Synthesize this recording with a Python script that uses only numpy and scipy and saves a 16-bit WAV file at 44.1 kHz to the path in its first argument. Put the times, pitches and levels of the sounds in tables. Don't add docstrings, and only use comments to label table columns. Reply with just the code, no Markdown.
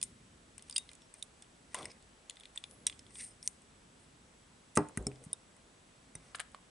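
import sys
import numpy as np
from scipy import signal
from scipy.fft import rfft, irfft, next_fast_len
from scipy.io import wavfile
from scipy.ndimage import uniform_filter1d

SR = 44100
rng = np.random.default_rng(int(sys.argv[2]) if len(sys.argv) > 2 else 0)


def file_out(sig):
    cols = np.atleast_2d(sig).T
    lim = np.clip(cols, -1, 1)
    pcm = np.round(lim * 32767).astype(np.int16)
    wavfile.write(sys.argv[1], SR, pcm)


def rack_gain(trim_db):
    fader = np.asarray(trim_db, float)
    return 10 ** (fader / 20)


N = 295456

# pitch_hz, level_db
EDGE_MODES = [(7200, 7), (7900, 8.5), (8500, 19), (9000, 15.5), (9500, 16.5), (10100, -1.5), (10700, -26.5)]
JOINT_MODES = [(4750, -10), (5250, 16.5), (5800, 6), (6300, 3)]
LIMB_MODES = [(3150, -5), (3480, 8), (3750, -0.5), (4050, -11.5)]
SHELL_MODES = [(1150, 5), (1450, -43), (1750, -13), (2050, 20), (2400, 18.5), (2700, 11.5)]
TRAY_MODES = [(800, -20), (1100, -5), (1400, 9), (1750, 15), (2100, 13), (2500, 9), (2900, 20)]

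# start_s, edge_db, limb_db, left_minus_right_db
LIMB_CLICKS = [(0.0358, -25, -61, -4), (0.5934, -55, -50, -2), (0.697, -32, -39.5, 2),
               (0.7604, -29, -30, -5.5), (0.8904, -50, -42.5, 3), (1.0188, -52.5, -51.5, 1),
               (1.2258, -29, -44, -5), (1.7524, -37, -38.5, -6), (1.765, -47, -45, 8),
               (1.7866, -41, -48, 11), (1.8214, -44, -49, 9), (1.8286, -45, -43.5, 8),
               (1.8444, -44, -49, 8), (2.2972, -30, -38, 4), (2.3068, -47, -43.5, -2),
               (2.369, -52, -44.5, 2.1), (2.3983, -47.5, -54, -9), (2.407, -50, -48, 4),
               (2.4345, -51, -43, 2.1), (2.4544, -47, -40.5, 3), (2.576, -36.5, -37, 6),
               (2.6391, -39.5, -35, 4), (2.8735, -29, -34, -7.5), (2.8974, -39, -33, 1),
               (2.9251, -57, -42.5, 0.1), (3.065, -61, -51.5, -0.6), (3.155, -42, -45, 3.5),
               (3.2405, -37, -55, 14), (4.7536, -30.5, -53, 1.5), (4.7636, -26, -44, -3.5)]
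# start_s, edge_db, joint_db, left_minus_right_db
JOINT_CLICKS = [(0.0138, -37, -39.5, -6), (0.0277, -18, -32.5, 6.5), (0.6233, -39.5, -53, 3),
                (0.7096, -38.5, -44.5, -11), (0.725, -40, -48, 8), (0.7648, -24, -34, 6),
                (0.78, -16.5, -34, 3), (0.9323, -44, -54, -6), (0.9518, -47, -58, -4),
                (1.4224, -41, -47.5, -0.6), (2.0252, -52, -57, 0.1), (2.357, -54, -54, -7),
                (2.7106, -41.5, -55, 3), (2.8673, -11.5, -30, -2.5), (2.992, -42, -45.5, -2.5),
                (3.427, -43.5, -55, 8), (5.0245, -54, -68, 1), (5.0675, -27, -50, 6),
                (5.1573, -59.5, -56, 1), (5.2484, -44, -66, 2), (5.33, -29, -43.5, -6.5)]
# start_s, edge_db, shell_db, left_minus_right_db
SHELL_CLICKS = [(0.5799, -33, -48, 5), (0.915, -48, -56, -6), (1.14, -43, -59.5, 10),
                (1.7324, -52, -59, -1.1), (1.7442, -25, -36, 5), (1.8548, -31, -41.5, 3.5),
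                (2.559, -42, -54, -11), (3.1067, -51, -60, 10), (3.186, -48, -62, 8), (3.23, -45, -56, 8),
                (3.4755, -16, -48, 3.5), (3.6194, -51, -67, 4), (4.7583, -28, -50, -9),
                (4.7724, -17.5, -30, 2.5), (4.886, -42.5, -60, -5), (4.973, -22, -40.5, 1.1),
                (5.1155, -69, -58, -4), (5.239, -44, -70, 4), (5.5652, -51, -67, 0.1),
                (6.1523, -31, -48, -3.5)]
# start_s, edge_db, tray_db, left_minus_right_db
CRACKLES = [
    (6.3468, -48, -38.5, 11),
    (6.3496, -42, -37, -8),
    (6.356, -33.5, -49, 4),
    (6.3857, -55, -48, -12),
    (6.3958, -37, -34.5, -9),
    (6.4007, -27, -32, 6),
    (6.4075, -44, -39.5, 11),
    (6.4127, -54, -66, -6),
    (6.517, -54, -62, 0.1),
    (6.546, -48.5, -45, -3),
]
# joints_db, limbs_db, shell_or_tray_floor_db
LIMB_SPREAD_DB, JOINT_SPREAD_DB = (-10, 1.6, -7.5), (2, -1.4, -10.5)
SHELL_SPREAD_DB, TRAY_SPREAD_DB = (-0.31, -9, 4.7), (-7.5, 0.5, 5.3)
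PART_T60_S, TRAY_T60_S = .008, .004

# start_s, peak_db, pitch_hz,
# t60_s
PART_RINGS = [(0.027, -39, 5270, 0.03), (0.028, -25, 8600, 0.0077), (0.741, -50, 8140, 0.096),
              (0.7637, -37, 3735, 0.14), (0.7625, -24, 4880, 0.026), (0.762, -28, 3300, .02),
              (0.763, -38, 2800, .027), (0.781, -36, 2750, .015), (0.036, -40, 8500, .06),
              (1.7455, -40, 2000, .015), (1.7455, -38, 2900, .015), (1.856, -42, 2150, .015),
              (1.445, -58, 3000, .01), (1.016, -64, 5500, 0.2), (1.1394, -41.5, 8490, 0.012),
              (1.225, -31, 3720, 0.014), (1.748, -33.5, 1020, 0.038), (4.7741, -13, 1260, 0.0064),
              (4.773, -24, 6300, .008), (0.7645, -26, 8700, .02), (0.763, -30, 9600, .02),
              (0.781, -26, 7400, .008), (0.782, -34, 4750, .015), (0.726, -42, 4800, .03),
              (2.867, -34, 3300, .03), (1.8545, -36.5, 5250, 0.014), (2.296, -38, 3380, 0.015),
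              (2.56, -39.5, 8040, 0.018), (2.575, -29.5, 3520, 0.017), (2.6389, -39, 3530, 0.0085),
              (2.868, -31, 5740, 0.043), (2.866, -32, 3860, 0.037), (2.866, -43.5, 1740, 0.029),
              (3.428, -38.5, 5430, 0.0072), (3.4755, -18, 6000, 0.004), (4.974, -34.5, 1940, 0.019),
              (5.0675, -30, 5380, 0.022), (5.116, -50, 2600, .008), (3.4755, -33, 4300, .004),
              (3.4755, -41, 3100, .004), (5.068, -28, 8300, 0.008), (5.068, -34, 7100, 0.02),
              (5.025, -50, 7500, .01), (5.3305, -20, 9340, 0.0097), (5.332, -41, 3720, 0.03),
              (6.154, -42.5, 6000, .02), (6.154, -41, 8650, 0.019), (6.155, -60, 3780, 0.075)]
RING_RISE_SAMPLES = 44

# start_s, low_peak_db, upper_modes_db, contact_ms, depth_db
KNOCKS = [
    (1.7445, -66, -43, 2.25, -1),
    (4.7715, -37, -29.5, 3.64, -6),
    (4.7723, -15.5, -22.5, 1.77, -2),
    (4.973, -31, -46, 1.4, 9),
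    (5.067, -33, -56, 1.3, 2),
    (5.264, -46, -70, 4.6, 0),
    (6.152, -42, -55.5, 3, 7.5),
    (6.196, -54, -76, 3.3, 0.6),
]
# pitch_hz, level_db, t60_s
TABLE_MODES = [(54, -23, .22), (70, -20, .2), (103, -8, .18), (135, -7, .15), (166, -1, .15), (205, -3, .1),
               (232, -5, .1), (259, -3, .11), (293, 1, .11), (343, 2, .11), (411, 0, .12), (478, -8, .1)]
BOARD_MODES = [(632, -9, .05), (752, -6, .05), (815, -5, .04), (876, -2, .06), (960, -2, .03),
               (1050, -2, .04), (1183, -1, .045), (1270, -2, .03), (1358, -1, .04), (1550, -3, .03),
               (1750, -8, .025), (1985, -9, .025), (2450, -10, .02)]
# start_s, peak_db, pitch_hz, t60_s, left_minus_right_db
TABLE_RINGS = [(4.779, -27, 409, .14, 0), (4.78, -28, 300, .2, 0), (4.773, -28, 880, .14, -4),
               (4.774, -33, 1480, .03, -3), (4.774, -49, 1981, .12, 3), (4.774, -46, 2444, .06, -3),
               (4.974, -34, 58, .23, 0), (4.9735, -30, 240, .03, 0), (4.975, -47, 409, .15, 0),
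               (4.974, -38, 1550, .03, -3), (5.066, -31, 220, .03, 0), (5.07, -39, 409, .17, 0),
               (5.068, -41, 291, .2, 0), (5.068, -42, 748, .044, 2), (5.068, -45, 1340, .02, 0),
               (5.068, -44, 2250, .02, 0), (5.263, -44, 170, .06, 0), (5.07, -42, 130, .45, 0),
               (6.5462, -40, 1150, .018, -3), (6.347, -40, 1900, .012, 3)]
THIN_HZ, THIN_OCTAVE_DB = 71, 4.5

# loudest_s, rise_s, fall_s, hiss_db, scrape_db
RUBS = [(0.685, .04, 0.011, -63, -63), (0.756, 0.023, .01, -51, -64), (0.792, .01, .03, -54, -74),
        (0.893, .03, .08, -65, -66), (1.148, .01, .03, -68, -66), (1.2, 0.07, .02, -61.5, -80),
        (1.775, 0.066, 0.16, -54, -52.5), (1.905, .008, .01, -62, -55), (1.917, .008, .01, -62, -56),
        (2.56, 0.023, 0.019, -57.5, -59), (2.587, .01, 0.06, -66, -76), (3.205, 0.099, 0.12, -45.5, -59),
        (3.208, 0.032, 0.017, -71, -47.5), (3.238, 0.031, 0.062, -56, -78),
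        (3.434, 0.0073, 0.027, -57, -81), (3.468, 0.053, 0.003, -52, -63), (4.022, .07, .1, -69, -77),
        (4.757, 0.0092, .03, -68, -77), (4.768, 0.0057, .006, -47, -69), (4.967, 0.035, 0.0041, -63, -60),
        (5.122, 0.0073, .1, -71, -75), (5.244, 0.045, .07, -64, -77), (5.318, 0.022, 0.01, -82, -67),
        (6.28, 0.25, .15, -71.5, -68.5)]
# loudest_s, rise_s, fall_s, rustle_db, rumble_db
DRAGS = [
    (1.785, 0.069, 0.12, -51, -61),
    (1.815, 0.045, 0.11, -70, -55),
    (2.72, 0.13, 0.68, -75.5, -66),
    (4.785, .01, .13, -46, -42),
    (5.0, .02, .1, -70, -46),
    (5.09, 0.026, 0.1, -80, -57),
    (5.22, 0.3, .1, -78, -64),
    (5.345, 0.096, 0.032, -65.5, -62.5),
    (6.205, 0.012, 0.074, -72, -79),
    (6.33, 0.39, 0.023, -70.5, -71.5),
]
SWELL_DB = 24
# freq_hz, density_db
HISS_COLOUR = [(2940, -34), (5000, -18.5), (7310, -17), (8880, 0), (9110, -4), (9700, -13), (11000, -15),
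               (14300, -20), (22000, -120)]
SCRAPE_COLOUR = [(820, -43), (1400, -23), (2010, 3), (2500, -3), (2980, -10), (3220, -9), (6000, -6),
                 (7800, -24), (13200, -120)]

# start_s, centre_hz, level_db
SLIDES = [
    [(1.75, 1000, -62), (1.785, 950, -51), (1.815, 680, -51), (1.845, 420, -54), (1.875, 260, -57),
     (1.91, 180, -66)],
    [(3.12, 8200, -74), (3.18, 8500, -53), (3.21, 8800, -52), (3.235, 8900, -47), (3.26, 9100, -54),
     (3.3, 9000, -62), (3.33, 9100, -74)],
]
SLIDE_WIDTHS_HZ = 900, 800
# start_s, pitch_hz, level_db
SQUEAKS = [
    [(2.585, 8600, -84), (2.64, 9600, -84), (2.671, 10000, -74), (2.733, 10700, -68), (2.789, 10300, -78),
     (2.835, 10327, -75), (2.85, 10135, -82)],
    [(1.895, 5230, -77), (1.907, 5060, -62), (1.917, 5100, -60), (1.925, 5130, -72)],
    [(3.27, 5150, -78), (3.287, 5430, -68), (3.301, 5100, -82), (3.312, 5300, -70), (3.33, 5020, -82)],
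]

# freq_hz, level_db
ROOM_COLOUR = [(100, -1), (1000, 11.5), (4000, 5), (9000, 0), (11000, -2.5)]
ROOM_T60_S, ROOM_DB, DESK_ECHO_MS, DESK_ECHO_DB = 0.31, -18.5, 11, -51

# freq_hz, density_db
AIR_COLOUR = [(15, -25), (25, 5), (101, -2), (260, -1), (296, -6), (444, -8), (721, -11.5), (884, -12.5),
              (2450, -17), (3410, -17), (4400, -20), (9200, -20.5), (11000, -24.5), (14300, -57),
              (22000, -120)]
# freq_hz, side_minus_mid_db
AIR_SIDE = [(60, -24.5), (110, -14.5), (190, -14), (350, -5.5), (620, -0.5), (1120, 1), (2010, -1),
            (3610, -4), (6480, -5), (11600, -9)]
AIR_DB = -62.5
WHINE_HZ, WHINE_WIDTH_HZ, WHINE_DB = 7865, 70, -78
TOP_HZ = 11050


def band(x, lo_hz, hi_hz):
    return signal.sosfilt(signal.butter(3, [lo_hz, hi_hz], "bandpass", fs=SR, output="sos"), x)


def unit(x):
    return x / np.sqrt(np.mean(x ** 2))


def walk(rate_hz):
    hold = int(SR / rate_hz)
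    steps = np.repeat(rng.standard_normal(N // hold + 1), hold)
    slewed = uniform_filter1d(uniform_filter1d(steps, hold), hold)
    return 1.3 * slewed[:N]


def shape(x, colour):
    hz, db = np.transpose(colour)
    size = next_fast_len(len(x))
    f = np.maximum(np.arange(size // 2 + 1) * SR / size, 1)
    gain = rack_gain(np.interp(np.log(f), np.log(hz), db))
    return irfft(rfft(x, size) * gain, size)[:len(x)]


def ring(modes, push, scatter_db):
    hz, db, t60 = np.transpose(modes)[:, :, None]
    chance = rng.standard_normal((2, len(modes), 1))
    t = np.arange(int(SR * min(np.max(t60), .4))) / SR
    level = rack_gain(db + scatter_db * chance[0])
    detune = 1 + .004 * scatter_db * chance[1]
    decay = 1000 ** (-t / np.maximum(t60, .003))
    free = level * np.sin(2 * np.pi * hz * detune * t) * decay
    sound = signal.fftconvolve(free.sum(axis=0), push)
    return sound / np.max(np.abs(sound))


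def add(out, start_s, sound, pan_db):
    i = int(start_s * SR)
    piece = sound[:N - i]
    out[:, i:i + len(piece)] += piece * rack_gain(np.array([[pan_db], [-pan_db]]) / 2)


def inside(t, start_s):
    return np.clip(np.minimum(t - start_s[0], start_s[-1] - t) / .006, 0, 1)


def clicks():
    figure = EDGE_MODES, JOINT_MODES, LIMB_MODES, SHELL_MODES
    tray = EDGE_MODES, JOINT_MODES, LIMB_MODES, TRAY_MODES
    out = touches(LIMB_CLICKS, figure, LIMB_SPREAD_DB, PART_T60_S, rattle=0.086)
    out += touches(JOINT_CLICKS, figure, JOINT_SPREAD_DB, PART_T60_S, rattle=0.086)
    out += touches(SHELL_CLICKS, figure, SHELL_SPREAD_DB, PART_T60_S, rattle=0.086)
    return out + touches(CRACKLES, tray, TRAY_SPREAD_DB, TRAY_T60_S, rattle=0.32)


def touches(events, families, spread_db, t60_s, rattle):
    out = np.zeros((2, N))
    for start_s, edge_db, part_db, pan_db in events:
        push = contact(rattle, rattle_s=0.0079)
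        levels_db = (edge_db, *(part_db + np.array(spread_db)))
        for modes, db in zip(families, levels_db):
            parts = [(f, g, t60_s * np.sqrt(8000 / f)) for f, g in modes]
            sound = band(ring(parts, push, scatter_db=3), .72 * modes[0][0], 1.25 * modes[-1][0])
            add(out, start_s, rack_gain(db) * sound, np.clip(pan_db, -8, 8))
    return out


def contact(rattle, rattle_s):
    t = np.arange(1500) / SR
    decay = np.exp(-t / 0.001) + rattle * np.exp(-t / rattle_s)
    return rng.standard_normal(len(t)) * np.minimum(t / 0.00027, 1) * decay


def singing():
    out = np.zeros((2, N))
    t = np.arange(RING_RISE_SAMPLES) / SR
    for start_s, db, hz, t60_s in PART_RINGS:
        swing = np.sin(2 * np.pi * hz * t) * np.hanning(RING_RISE_SAMPLES)
        add(out, start_s, rack_gain(db) * ring([(hz, 0, t60_s)], swing, scatter_db=0), 0)
    return out


def knocks():
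    out, t = np.zeros((2, N)), np.arange(4000) / SR
    for start_s, low_db, upper_db, contact_ms, depth_db in KNOCKS:
        blow = np.hanning(3 + int(max(contact_ms, .2) * SR / 1000))
        shudder = rng.standard_normal(len(t)) * np.exp(-t / .02) * .03
        shudder[0] = 1
        push = signal.fftconvolve(shudder, blow)
        sharp_push = signal.fftconvolve(shudder, blow[::4])
        table = [(f, g + depth_db * np.log2(200 / f), t60) for f, g, t60 in TABLE_MODES]
        corner_hz = THIN_HZ * 2 ** (-depth_db / THIN_OCTAVE_DB)
        thump = band(ring(table, push, scatter_db=1.2), corner_hz, 3000)
        add(out, start_s, rack_gain(low_db) * thump, 0)
        add(out, start_s, rack_gain(upper_db + 8) * ring(BOARD_MODES, sharp_push, scatter_db=1.5), 0)
    return out


def table_rings():
    out = np.zeros((2, N))
    for start_s, db, hz, t60_s, pan_db in TABLE_RINGS:
        push = np.hanning(3 + int(SR / hz / 2))
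        add(out, start_s, rack_gain(db) * ring([(hz, 0, t60_s)], push, scatter_db=0), pan_db)
    return out


def rubs():
    hiss = unit(shape(grains(), HISS_COLOUR))
    scrape = unit(shape(grains(), SCRAPE_COLOUR))
    return swells(RUBS, (hiss, scrape))


def drags():
    rustle = unit(band(grains(), 425, 1420))
    rumble = unit(band(grains(), 73, 580))
    return swells(DRAGS, (rustle, rumble))


def grains():
    return rng.standard_normal(N) * rack_gain(2.5 * walk(400) + 1.5 * walk(70))


def swells(events, layers):
    gains, t = np.zeros((len(layers), N)), np.arange(N) / SR
    for loudest_s, rise_s, fall_s, *levels_db in events:
        near = slice(max(int((loudest_s - 2 * rise_s) * SR), 0), int((loudest_s + 2 * fall_s) * SR))
        before = (loudest_s - t[near]) / max(rise_s, .003)
        after = (t[near] - loudest_s) / max(fall_s, .003)
        stroke = rack_gain(-SWELL_DB * np.maximum(before, after))
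        gains[:, near] += stroke * rack_gain(np.array(levels_db))[:, None]
    return np.sum(gains * layers, axis=0)


def slides():
    out, t = np.zeros(N), np.arange(N) / SR
    for table, width_hz in zip(SLIDES, SLIDE_WIDTHS_HZ):
        start_s, hz, db = np.transpose(table)
        phase = 2 * np.pi * np.cumsum(np.interp(t, start_s, hz)) / SR
        a, b = (unit(band(rng.standard_normal(N), 10, width_hz / 2)) for _ in range(2))
        level = rack_gain(np.interp(t, start_s, db) + 1.5 * walk(300))
        out += inside(t, start_s) * level * (a * np.cos(phase) + b * np.sin(phase))
    return out


def squeaks():
    out, t = np.zeros(N), np.arange(N) / SR
    for table in SQUEAKS:
        start_s, hz, db = np.transpose(table)
        waver_hz = 130 * walk(600) * np.clip(2 - np.mean(hz) / 6000, .3, 1)
        phase = 2 * np.pi * np.cumsum(np.interp(t, start_s, hz) + waver_hz) / SR
        level = rack_gain(np.interp(t, start_s, db) + 2.5 * walk(98))
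        out += inside(t, start_s) * np.sqrt(2) * np.sin(phase) * level
    return out


def room(x):
    t = np.arange(int(.4 * SR)) / SR
    shared, own = rng.standard_normal(len(t)), rng.standard_normal((2, len(t)))
    tail = (shared + 1.35 * own) * np.minimum(t / 0.00047, 1) * 1000 ** (-t / ROOM_T60_S)
    tail = np.array([shape(side, ROOM_COLOUR) for side in tail])
    tail *= rack_gain(ROOM_DB) / np.sqrt(np.sum(tail ** 2, axis=1, keepdims=True))
    tail[:, int(DESK_ECHO_MS * SR / 1000)] += rack_gain(DESK_ECHO_DB)
    return x + signal.fftconvolve(x, tail, axes=1)[:, :N]


def air():
    mid, side = (shape(rng.standard_normal(N), AIR_COLOUR) for _ in range(2))
    rumble = band(mid, 27.1, 680)
    mid = mid + rumble * (rack_gain(1.3 * walk(3.7)) - 1)
    side = shape(side, AIR_SIDE)
    whine_hz = WHINE_HZ + WHINE_WIDTH_HZ * walk(300)
    whine = np.sqrt(2) * np.sin(2 * np.pi * np.cumsum(whine_hz) / SR)
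    scale = rack_gain(AIR_DB) / np.sqrt(np.mean(mid ** 2))
    return scale * np.array([mid + side, mid - side]) + rack_gain(WHINE_DB) * whine


def scene():
    handled = clicks() + knocks() + table_rings() + rubs() + drags() + slides() + squeaks()
    return room(handled) + singing() + air()


def low_pass(x):
    return signal.sosfilt(signal.butter(12, 12230, fs=SR, output="sos"), x)


def record(dry):
    lean = signal.sosfilt(signal.butter(4, 42, "highpass", fs=SR, output="sos"), dry)
    narrow = signal.sosfilt(signal.ellip(8, .2, 38, TOP_HZ, fs=SR, output="sos"), lean)
    return low_pass(narrow)


dry = scene()
out = record(dry)
file_out(out)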